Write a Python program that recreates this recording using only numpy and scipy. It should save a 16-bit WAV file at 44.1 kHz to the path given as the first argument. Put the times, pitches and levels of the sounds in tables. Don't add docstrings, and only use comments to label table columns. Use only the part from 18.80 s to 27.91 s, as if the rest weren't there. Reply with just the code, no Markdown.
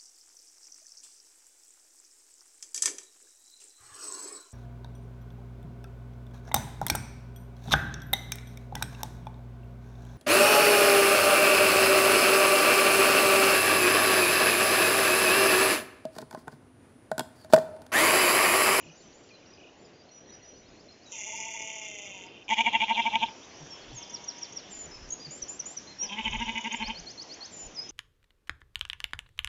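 import sys
import numpy as np
from scipy import signal
from scipy.fft import rfft, irfft, next_fast_len
from scipy.io import wavfile
from scipy.ndimage import uniform_filter1d, map_coordinates

SR = 44100
rng = np.random.default_rng(int(sys.argv[2]) if len(sys.argv) > 2 else 0)


def transcribe(u):
    v = np.clip(np.atleast_2d(u).T, -1, 1)
    q = np.round(v * 32767).astype(np.int16)
    wavfile.write(sys.argv[1], SR, q)


def to_linear_factor(level_db):
    exponent = np.asarray(level_db, float) / 20
    return 10 ** exponent


N = 401751
TIME = np.arange(N) / SR
CHANGE_S = 3.69
VALLEY_HZ = 2054

# time into the note in seconds, pitch in Hz, level in dB.
SWOOP = [(0, 5390, -11.5), (.011, 6700, -16), (.02, 6510, -39), (.035, 5910, -18.5), (.053, 5580, 0),
         (.058, 5300, -16), (.068, 4600, -18.5), (.09, 3450, -31)]
RISE = [(0, 4280, -8.5), (.012, 4210, -3.5), (.03, 4500, -2), (.045, 5200, -2.5), (.058, 6700, -3.5)]
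SLUR = [(0, 6600, -6), (.014, 7080, -1.5), (.05, 7130, -1.5), (.06, 7250, -8), (.1, 7600, -9.5)]
DROP = [(0, 6134, -16), (.011, 5940, 0), (.014, 5700, -9), (.024, 5490, -8.5)]
SEEP = [(0, 7440, -15.5), (.03, 7120, -3), (.08, 7100, -1), (.165, 6950, -8.5)]
FALL = [(0, 7710, -14.5), (.035, 6520, -10.5), (.048, 6450, 0.5), (.056, 6160, -15), (.082, 6400, -23.5),
        (.09, 5750, -5.5), (.115, 3950, -30)]
HOOK = [(0, 6050, -13), (.01, 7600, -26), (.02, 6620, 2), (.028, 6200, -24), (.036, 6400, -0.5),
        (.047, 6835, -3.5), (.056, 6700, -7)]
CREST = [(0, 5570, -9), (.03, 5640, -0.5), (.052, 6010, 2.5), (.07, 5500, -6), (.095, 4490, -21)]
DIP = [(0, 6200, -13), (.025, 5010, -5), (.045, 5000, 0), (.08, 5150, -9.5), (.16, 5190, -19)]
ARCH = [(0, 5900, -8), (.01, 6700, 5), (.022, 7640, -26), (.04, 7370, -4), (.055, 6900, 1.5)]
PIPE = [(0, 5170, -3), (0.031, 5280, -5.5), (0.061, 5100, -3.5)]
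GLIDE = [(0, 5590, -10.5), (.03, 5424, 0), (.055, 5300, -13)]
FLICK = [(0, 5900, 2.5), (.008, 6090, -0.5), (0.014, 7230, -5.5)]
LIFT = [(0, 4220, -6.5), (0.022, 4300, 1), (.032, 4800, -4.5), (.044, 5270, 8)]
HOLD = [(0, 5770, -10), (.04, 5924, -4.5), (.085, 5850, -2), (.125, 5720, -24)]
CURL = [(0, 3080, -16), (.03, 2420, -1.5), (.055, 2400, -16), (.1, 3120, -13), (.125, 2800, -13),
        (.15, 2350, -2)]
WARBLE = [(0, 3085, 0), (.012, 2416, 3), (.021, 2620, -12), (.03, 3070, 7)]


def unit(x):
    return x / np.sqrt(np.mean(x ** 2) + 1e-20)


def along(points, hz):
    f, v = np.transpose(points)
    return np.interp(np.log(hz + 1), np.log(f + 1), v)


def curves(rows):
    s, *cols = np.transpose(rows)
    return [np.interp(TIME, s, c) for c in cols]


def wobble(rate):
    return map_coordinates(rng.standard_normal(int(N * rate / SR) + 4), [TIME * rate], order=1)


def lumps(rows, half_s):
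    total = np.zeros(N)
    for s, db, *_ in rows:
        near = slice(round((s - 4 * half_s) * SR), round((s + 4 * half_s) * SR))
        total[near] += to_linear_factor(2 * db) * np.exp(-((TIME[near] - s) / half_s) ** 2)
    return np.sqrt(total)


def filtered(x, response):
    m = next_fast_len(len(x) + SR // 4)
    return irfft(rfft(x, m) * response(np.fft.rfftfreq(m, 1 / SR)), m)[:len(x)]


def rush(spectrum, patchy_db):
    z = signal.stft(rng.standard_normal(N), nperseg=512)[2]
    patches = uniform_filter1d(rng.standard_normal(z.shape), 6, 0)
    patches = uniform_filter1d(patches, 12, 1)
    patchy = signal.istft(z * to_linear_factor(patchy_db * unit(patches)), nperseg=512)[1][:N]
    return unit(filtered(patchy, lambda hz: to_linear_factor(along(spectrum, hz))))


def by_scene(before, after):
    return np.where(TIME < CHANGE_S, before, after)


def hum():
    # frequency in Hz, density in dB per Hz.
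    hiss_spectrum = [(300, -20.5), (700, 5.5), (1300, -1.5), (3000, -1), (4250, -8), (5500, -10.5),
                     (7000, -13), (9000, -49.5)]
    # frequency in Hz, density in dB per Hz.
    drone_spectrum = [(30, -23), (70, -3.5), (330, 3), (600, -0.5), (850, -15), (1400, -36), (3000, -66)]
    # time in seconds, gain in dB.
    gain = [(0, 1.35), (2.3, 0.5), (2.5, -3.5), (3.2, -0.7), (3.5, 3.5), (3.7, -0.2), (5.5, 0.3), (7, -1),
            (9.11, 0)]
    gain_db, = curves(gain)
    hiss = to_linear_factor(by_scene(-72, -64) + gain_db + 10) * rush(hiss_spectrum, patchy_db=1.8)
    drone = to_linear_factor(by_scene(-60.5, -58) + 0.49 * gain_db + 3.5) * rush(drone_spectrum, patchy_db=2.0)
    return hiss + drone


def chorus():
    # frequency in Hz, density in dB per Hz.
    blur_spectrum = [(3000, -55), (4300, -14), (5200, -4), (5800, 1.5), (6900, -8.5), (7800, -13),
                     (9000, -66)]
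    swell_db = 3 * np.cos(2 * np.pi * TIME / 2.5) * (TIME < CHANGE_S)
    return to_linear_factor(by_scene(-67.5, -57) + swell_db) * rush(blur_spectrum, patchy_db=2.2)


def wind():
    # frequency in Hz, density in dB per Hz.
    buffet_spectrum = [(10, -12), (35, 2), (70, -7), (130, -11.5), (300, -29.5), (800, -85)]
    # centre in seconds, peak in dB, half length in seconds.
    gusts = [(0.048, -85, .6), (1.877, -67, 0.13), (4.065, -66, .2), (4.84, -65, 0.036), (5.12, -56, 0.06),
             (6.025, -64, 0.2), (6.211, -50.5, 0.08), (6.622, -52.5, 0.023), (7.241, -70.5, 0.085),
             (7.537, -40, 0.087), (7.71, -48.5, 0.059), (8.072, -49, 0.068), (8.212, -54, 0.04),
             (8.867, -50, 0.045)]
    calm_db = -79.5
    force = to_linear_factor(calm_db) + sum(to_linear_factor(db) * np.exp(-((TIME - s) / length) ** 2) for s, db, length in gusts)
    return force * unit(to_linear_factor(1.5 * wobble(14)) * rush(buffet_spectrum, patchy_db=.6))


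def hooves():
    # start in seconds, peak in dB, pitch in Hz.
    thuds = [(0.071, -49.5, 160), (1.819, -65, 100), (4.801, -43.5, 150), (5.12, -44, 125),
             (5.88, -50.5, 200), (6.456, -45, 147.3), (8.169, -45.5, 170.1)]
    total = np.zeros(N)
    for s, db, hz in thuds:
        envelope = np.exp(-((TIME - s - .03) / 0.02) ** 2)
        total += to_linear_factor(db) * envelope * np.sin(2 * np.pi * hz * TIME)
    return total


def trees(x, delay):
    # frequency in Hz, time to fall by 60 dB in seconds.
    decay = [(200, .25), (2000, 0.46), (6000, 0.32), (10000, 0.17)]
    hz, t, z = signal.stft(rng.standard_normal(SR // 2), SR, nperseg=256)
    fall_db = -60 * t / along(decay, hz)[:, None]
    tail = signal.istft(z * to_linear_factor(fall_db), SR, nperseg=256)[1]
    late = np.pad(x, (round(delay * SR), 0))
    return signal.fftconvolve(late, tail / np.linalg.norm(tail))[:N]


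def turf(x, delay, db):
    return x - to_linear_factor(db) * np.pad(x, (round(delay * SR), 0))[:N]


def whistle(out, s, shape, db, scale, fade_db):
    when, hz, level = np.transpose(shape)
    t = np.arange(int(when[-1] * SR)) / SR
    edge = np.clip(np.minimum(t, t[-1] - t) / 0.0016, 0, 1)
    flicker = np.interp(t * 130, np.arange(40), rng.standard_normal(40))
    tone = np.sin(2 * np.pi * np.cumsum(scale * np.interp(t, when, hz)) / SR)
    out[round(s * SR):][:len(t)] += to_linear_factor(db + np.interp(t, when, level) + fade_db * flicker) * edge * tone


def sing(phrases, singles, fade_db):
    out = np.zeros(N + SR)
    for shape, start, notes, spacing, db, scale in phrases:
        for k in range(notes):
            whistle(out, start + k * spacing, shape, db, scale, fade_db)
    for shape, s, db, scale in singles:
        whistle(out, s, shape, db, scale, fade_db)
    return out


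def far_birds():
    # shape, start in seconds, notes, spacing in seconds, peak in dB, pitch scale.
    phrases = [(SLUR, 0, 3, .168, -57.5, 1), (WARBLE, .002, 4, .03, -57, 1), (WARBLE, .775, 4, .03, -58, 1),
               (PIPE, .11, 2, .11, -56, 1.165), (DROP, .728, 2, .315, -54, .85),
               (DROP, .226, 2, .205, -60, 1), (HOLD, 1.31, 3, .157, -48, .995),
               (LIFT, 1.499, 7, .1176, -59.5, 1), (PIPE, 1.49, 2, .34, -61.5, .74),
               (DROP, 2.81, 4, .215, -49.5, .87)]
    # shape, start in seconds, peak in dB, pitch scale.
    singles = [(DROP, .195, -55, .76), (PIPE, .43, -61, 1.38), (CURL, .485, -51, 1),
               (GLIDE, .522, -54, .755), (SLUR, .66, -56, .8), (HOLD, .97, -60, 1.21),
               (HOLD, 1.13, -58, .81), (HOLD, 1.72, -54, 1.01), (PIPE, 2.085, -56, .8),
               (GLIDE, 2.255, -53, .71), (PIPE, 2.565, -47, .99), (PIPE, 4.77, -50, 1.1),
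               (DROP, 4.86, -50, .99)]
    # start in seconds, end in seconds, ticks a second, peak in dB, pitch scale.
    trills = [
        (7.447, 7.885, 33.2, -46, 1),
        (.322, .85, 18.1, -62.5, .72),
    ]
    # time into the note in seconds, pitch in Hz, level in dB.
    tick = [(0, 7230, -2.5), (.004, 6610, 0.5), (.009, 5420, -0.5)]
    out = sing(phrases, singles, fade_db=3.2)
    for start, end, rate, db, scale in trills:
        slowed = [(t / scale, hz, level) for t, hz, level in tick]
        for s in np.arange(start, end, 1 / rate):
            whistle(out, s, slowed, db, scale, fade_db=5.0)
    chatter_notes, chatter_db, spread_db = 70, -68, 2.5
    for when, kind, pitch, size in rng.random((chatter_notes, 4)):
        s = when * N / SR
        shape = (DROP, GLIDE, FLICK, PIPE, LIFT)[int(5 * kind)]
        db = chatter_db + spread_db * 2 * size + 5 * (s > CHANGE_S)
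        whistle(out, s, shape, db, .72 + .4 * pitch, fade_db=5.5)
    return out[:N]


def near_birds():
    # shape, start in seconds, notes, spacing in seconds, peak in dB, pitch scale.
    phrases = [(SWOOP, 5.297, 4, .142, -28, 1), (RISE, 8.031, 6, .115, -38, 1),
               (SLUR, 6.508, 3, .174, -35, 1), (DROP, 6.618, 3, .174, -27, 1),
               (SEEP, 5.9, 2, 2.81, -36.5, 1), (PIPE, 6.112, 1, .078, -42, 1),
               (PIPE, 6.4, 1, .08, -42, .925)]
    # shape, start in seconds, peak in dB, pitch scale.
    singles = [(GLIDE, 4.903, -38, 1), (DROP, 5.015, -48, .74), (FALL, 5.139, -33, 1),
               (DROP, 6.242, -46, .87), (HOOK, 6.288, -29, 1), (PIPE, 6.19, -49, 1), (DROP, 6.447, -37, .8),
               (PIPE, 6.48, -51, .925), (PIPE, 7.072, -45, .8), (CREST, 7.186, -30, 1),
               (DROP, 7.42, -47, 1.24), (ARCH, 7.92, -38, 1), (DIP, 8.947, -33, 1), (FLICK, 9.09, -40, 1)]
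    return sing(phrases, singles, fade_db=2.2)[:N]


def throat(x, modes, lift=1):
    roof_hz = 3800
    f = np.fft.rfftfreq(4096, 1 / SR) + 1
    power = 0
    for centre, width, db in modes:
        if centre > VALLEY_HZ:
            centre = centre * lift ** max(0, (roof_hz - centre) / (roof_hz - VALLEY_HZ))
        power = power + to_linear_factor(2 * db) / (1 + ((centre ** 2 - f * f) / (f * width)) ** 2) ** 3
    cepstrum = irfft(np.log(power + 1e-9) / 2)
    cepstrum[1:2048] *= 2
    cepstrum[2049:] = 0
    return signal.oaconvolve(x, irfft(np.exp(rfft(cepstrum))))[:N]


def folds(pitch_hz, on, jitter, scatter_db, rough):
    cycle = np.cumsum(pitch_hz * (1 + jitter * wobble(120))) / SR
    size = to_linear_factor(scatter_db * rng.standard_normal(N // 64))[cycle.astype(int)]
    part = cycle % 1
    snaps = -np.diff(np.floor(cycle), prepend=0) * size
    air = filtered(rng.standard_normal(N), lambda hz: hz ** 4 / (hz ** 4 + 800 ** 4))
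    puffs = size * np.exp(-part / .3) * air
    rough = np.clip(rough, 0, 1)
    snaps = snaps / np.sqrt(np.mean(snaps[on] ** 2))
    puffs = puffs / np.sqrt(np.mean(puffs[on] ** 2))
    return (np.sqrt(1 - rough) * snaps + np.sqrt(rough) * puffs) * on


def far_bleat(rows, modes, rough):
    db, hz = curves(rows)
    on = (TIME > rows[0][0]) & (TIME < rows[-1][0])
    voice = throat(folds(hz, on, jitter=.004, scatter_db=1.5, rough=rough), modes)
    return to_linear_factor(db + 1.6 * wobble(23)) * voice / np.std(voice[on])


def far_lambs():
    # time in seconds, level in dB, pitch in Hz.
    call = [(4.6, -72, 301), (4.75, -68, 294), (4.96, -56.5, 297.7), (5.1, -59, 308.2), (5.3, -56.5, 317.7),
            (5.52, -59.5, 319.4), (5.7, -60, 311.6), (5.9, -57, 293), (5.97, -67, 286)]
    # resonance in Hz, width in Hz, level in dB.
    call_modes = [(964, 100, 4.5), (2180, 410, -6), (2720, 360, -2.5), (3150, 710, 1.5), (3430, 410, 1)]
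    # time in seconds, level in dB, pitch in Hz.
    answer = [(7.22, -68, 340.3), (7.3, -51, 338.2), (7.5, -51.5, 333.5), (7.75, -50, 323),
              (7.95, -55, 310), (8.15, -66, 308)]
    # resonance in Hz, width in Hz, level in dB.
    answer_modes = [(976, 134, 5), (2730, 470, -5), (3310, 390, 1.5), (3590, 380, 0)]
    return far_bleat(call, call_modes, rough=.06) + far_bleat(answer, answer_modes, rough=.3)


def lamb():
    # time in seconds, level in dB, pitch in Hz.
    bleat = [(2.26, -67, 227.2), (2.314, -66, 231.8), (2.318, -46, 227.9), (2.4, -41.5, 206.2),
             (2.75, -40.5, 219.8), (3.0, -40.5, 218.1), (3.27, -42, 199.9), (3.47, -47, 180.7),
             (3.49, -52, 178.8)]
    # resonance in Hz, width in Hz, level in dB.
    body_modes = [(2152, 276, 5), (2425, 240, 4.5), (2800, 335, 3.5), (3440, 184, -1)]
    # resonance in Hz, width in Hz, level in dB.
    edge_modes = [(5900, 370, 0.2), (6700, 2200, -1.2)]
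    # resonance in Hz, width in Hz, level in dB.
    low_modes = [(422, 130, -14), (634, 105, -4.5), (740, 250, -9.5), (916, 135, 4)]
    # time in seconds, cycles so far.
    flutter = [(2.32, 0), (2.353, 1), (2.403, 3), (2.549, 8), (2.625, 11), (2.98, 24), (3.143, 29),
               (3.29, 33), (3.464, 37), (3.7, 42)]
    # centre in seconds, level in dB.
    bead_rows = [(2.336, -5), (2.391, -2.5), (2.474, 0.5), (2.538, 3.5), (2.592, 2.5), (2.612, -1),
                 (2.641, -3.5), (2.668, 1.5), (2.69, -2.5), (2.751, 1), (2.802, -1.5), (2.829, -2.5),
                 (2.885, 0), (2.912, -10), (2.94, -6), (2.968, -5.5), (3.013, -4.5), (3.049, -8),
                 (3.346, -3.5), (3.382, -6.5), (3.456, 1.5)]
    start, shut, end = bleat[0][0], bleat[-2][0], bleat[-1][0]
    db, hz = curves(bleat)
    on = (TIME > start) & (TIME < end + 0.14)
    edge_db = 4 - 11 * (TIME - start) * on - 16 * (TIME > shut)
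    saw = uniform_filter1d(curves(flutter)[0] % 1, size=130) - .5
    saw = saw * (TIME < end)
    beads = lumps(bead_rows, half_s=.011)

    bead_rise = .05 * beads.clip(0, 1) * np.clip((2.85 - TIME) / .3, 0, 1)
    pitch = hz * (1 + .022 * saw + bead_rise + .006 * wobble(30))
    jitter = .011 + .015 * np.exp(-abs(TIME - 2.3) / .3)
    source = folds(pitch, on, jitter=jitter, scatter_db=1.3, rough=.22 + .6 * (TIME > shut))
    level = to_linear_factor(db - .5 * np.cos(2 * np.pi * saw - 2.6))
    source = source * level / np.std(throat(source, body_modes)[on])

    drift = np.maximum((TIME - 2.75) / 1.41, (2.4 - TIME) / 0.11).clip(0)
    closing = np.clip(drift + 0.18 + .6 * saw + 0.074 * wobble(33), 0, 1)
    body = throat(source * (1 - closing), body_modes, lift=0.99)
    body = body + throat(source * closing, body_modes, lift=1.167)
    nasal = to_linear_factor(2.4 * wobble(35) - 0.5) * np.clip((TIME - 2.2) / 0.4, 0, 1)
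    nose = throat(source * nasal, low_modes[:-1])
    beaded = throat(source * (beads + to_linear_factor(-16)), low_modes[-1:])
    edge = throat(source * to_linear_factor(edge_db - 8 * saw), edge_modes)
    return body + nose + beaded + edge


def throb_swell(throbs, late, rise, fall):
    total = np.zeros(N)
    for centre, width, *_ in throbs:
        peak = centre + late
        side = np.where(TIME < peak, rise * width, fall * width)
        total += np.exp(-.5 * ((TIME - peak) / side) ** 2)
    return total


def ewe(throbs, rasps, modes, between_db, sag, lift, rough):
    # resonance in Hz, width in Hz, level in dB.
    shut_modes = [(3980, 370, -11)]
    s, _, db, hz = np.transpose(throbs)
    on = (TIME > s[0] - .042) & (TIME < s[-1] + .07)
    push = throb_swell(throbs, 0.0044, 1.306, 0.46)
    effort = np.tanh(1.54 * push)
    strain = throb_swell(throbs, .006, 1.3, 1.1).clip(0, 1)
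    pitch = np.interp(TIME, s, hz) * (1.01 - sag * (1 - strain))
    raw = folds(pitch, on, jitter=.017, scatter_db=1.5, rough=rough)
    low = [m for m in modes if m[0] < VALLEY_HZ]
    upper = [m for m in modes if m[0] > VALLEY_HZ]

    throb_db = np.interp(TIME, s, db)
    breath = to_linear_factor(throb_db) * (effort + to_linear_factor(between_db))
    source = raw * breath * to_linear_factor(.8 * wobble(80)) / np.std(throat(raw, modes)[on])
    chest = throat(source * effort ** 0.76, low)

    when, _, jaw = np.transpose(rasps)
    closure = 0.8 * np.interp(TIME, when, jaw) + 0.18 - 0.34 * push + 0.058 * wobble(40)
    shut = 4 * np.clip(closure, 0, 1)
    steady = to_linear_factor(-12) * breath + to_linear_factor(-27 + throb_db)
    rattle = raw * np.hypot(lumps(rasps, half_s=.0065), steady) / np.std(throat(raw, upper)[on])
    sweep = np.zeros(N)
    for k in range(5):
        sweep += throat(rattle * np.clip(1 - abs(shut - k), 0, 1), upper, lift ** (k / 4))
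    progress = (TIME - s[0]) / (s[-1] - s[0])
    fresh = throat(rattle * 3.1 * np.clip(1 - 2.3 * progress, 0, 1), modes[-1:])
    nearly_shut = throat(rattle * np.clip(.5 * shut - 1.2, 0, 1), shut_modes)
    return chest + sweep + fresh + nearly_shut


def ewe_away():
    # centre in seconds, half width in seconds, level in dB, pitch in Hz.
    throbs = [(7.248, 0.015, -37.5, 203.2), (7.332, 0.021, -34.5, 204.2), (7.393, 0.017, -30.5, 222),
              (7.468, 0.014, -28, 223.4), (7.547, 0.015, -30, 222), (7.621, 0.017, -27.5, 231.3),
              (7.698, 0.018, -29, 230.1), (7.779, 0.019, -32, 228.1), (7.865, 0.015, -29.5, 226),
              (7.936, 0.014, -30, 226), (8.025, 0.017, -27.5, 222), (8.103, 0.016, -30.5, 223.4)]
    # centre in seconds, level in dB, jaw closure from 0 to 1.
    rasps = [(7.238, -44, 0.67), (7.26, -54, 0.3), (7.298, -41.5, 0.89), (7.332, -32.5, 0.96),
             (7.374, -36, 0.31), (7.389, -30.5, 0.58), (7.408, -35.5, 0.36), (7.432, -46, 0.54),
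             (7.456, -28.5, 0.61), (7.477, -30, 0.3), (7.53, -29.5, 0.68), (7.553, -29, 0.47),
             (7.598, -34.5, 0.48), (7.622, -27, 0.41), (7.658, -44, 0.51), (7.677, -34, 0.34),
             (7.696, -27, 0.63), (7.761, -32.5, 0.33), (7.779, -27, 0.44), (7.854, -29.5, 0.3),
             (7.874, -31, 0.21), (7.918, -31, 0.53), (7.942, -28.5, 0.34), (8.003, -36, 0.7),
             (8.025, -29.5, 0.66), (8.073, -39, 0.49), (8.104, -30.5, 0.74), (8.131, -57, 0.61),
             (8.162, -57, 0.64)]
    # resonance in Hz, width in Hz, level in dB.
    modes = [(222, 200, -3.5), (919, 264, -0.5), (1681, 160, -7), (2150, 620, 0.5), (2854, 180, 8),
             (3470, 300, -8), (6200, 3800, -34)]
    return ewe(throbs, rasps, modes, between_db=-27, sag=.1, lift=1.3, rough=0.16)


def ewe_near():
    # centre in seconds, half width in seconds, level in dB, pitch in Hz.
    throbs = [(3.722, 0.015, -20.5, 226), (3.799, 0.016, -19.5, 232.1), (3.873, 0.014, -20.5, 234.8),
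              (3.951, 0.014, -21, 230.7), (4.027, 0.013, -21, 228.5), (4.109, 0.016, -19.5, 223.6),
              (4.19, 0.019, -20.5, 230.5), (4.269, 0.014, -20, 232.3), (4.354, 0.02, -24, 225.1),
              (4.433, 0.013, -20, 229.2), (4.484, 0.006, -32.5, 216.3)]
    # centre in seconds, level in dB, jaw closure from 0 to 1.
    rasps = [(3.694, -37, 0.4), (3.71, -25, 0.05), (3.735, -23, 0.4), (3.771, -33, 0.03), (3.789, -23, 0.4),
             (3.811, -22, 0.48), (3.85, -32, .2), (3.866, -23.5, 0.48), (3.885, -28.5, 0.12),
             (3.899, -42, 0.9), (3.92, -43, 0.85), (3.936, -26, 0.2), (3.953, -23.5, 0),
             (3.97, -32.5, 0.62), (4.006, -28, 0.17), (4.021, -22, 0.43), (4.039, -27.5, 0.62),
             (4.054, -43, 1), (4.08, -40, 0), (4.098, -25, .25), (4.118, -33, 0.27), (4.128, -40, 0.98),
             (4.152, -32.5, 1), (4.175, -26, .4), (4.198, -26, 0.22), (4.223, -32, 0.83),
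             (4.241, -34.5, 0.63), (4.267, -24.5, 0.5), (4.3, -42, 1), (4.327, -36, 0.7),
             (4.341, -32, 0.14), (4.356, -24.5, 0.66), (4.385, -45, .85), (4.406, -36.5, 0.82),
             (4.435, -26.5, 0.81), (4.465, -40, 0.95), (4.485, -59, 0.36)]
    # resonance in Hz, width in Hz, level in dB.
    modes = [(226, 194, -17), (767, 188, -10), (889.3, 124, 5.5), (1400, 360, -34), (1615, 130, -23.5),
             (2136, 373, -2.5), (2800, 250, -5), (3267, 413, -10.5), (6400, 2440, -35)]
    return ewe(throbs, rasps, modes, between_db=-38, sag=0.14, lift=1.35, rough=0.2)


def scene():
    ground = hum() + chorus() + wind() + hooves()
    near_song, far_song = near_birds(), far_birds()
    song = near_song + far_song + trees(to_linear_factor(-12.5) * near_song + to_linear_factor(-7.5) * far_song, delay=0.0044)
    distant, young, away, close = far_lambs(), lamb(), ewe_away(), ewe_near()
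    echoes = trees(to_linear_factor(-21.5) * (close + young) + to_linear_factor(-14) * away + to_linear_factor(-5) * distant, delay=.012)
    direct = turf(close, delay=0.002333, db=-10) + young + turf(away, delay=0.00169, db=-6) + distant
    return (direct + echoes + song + ground)[None]


def roll_off(x):
    return signal.sosfilt(signal.butter(12, 15400, fs=SR, output="sos"), x)


def record(dry):
    # frequency in Hz, gain in dB.
    treble = [(7000, 0), (7400, -6), (7700, -26), (8000, -44.5), (8600, -77)]
    # centre in seconds, peak in dB.
    crackles = [(2.5066, -78), (2.5358, -59), (2.565, -49.5), (2.712, -53), (2.7733, -61.5), (3.2172, -63)]
    bursts = sum(to_linear_factor(db + 1.5) * np.exp(-((TIME - s) / .0013) ** 2) for s, db in crackles)
    ticks = bursts * rng.standard_normal(N)
    heard = filtered(dry[0], lambda hz: to_linear_factor(along(treble, hz)))
    heard = heard + filtered(ticks, lambda hz: (hz > 8200) * (9000 / (hz + 1)) ** 3)
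    return roll_off(heard[None])


dry = scene()
out = record(dry)
transcribe(out)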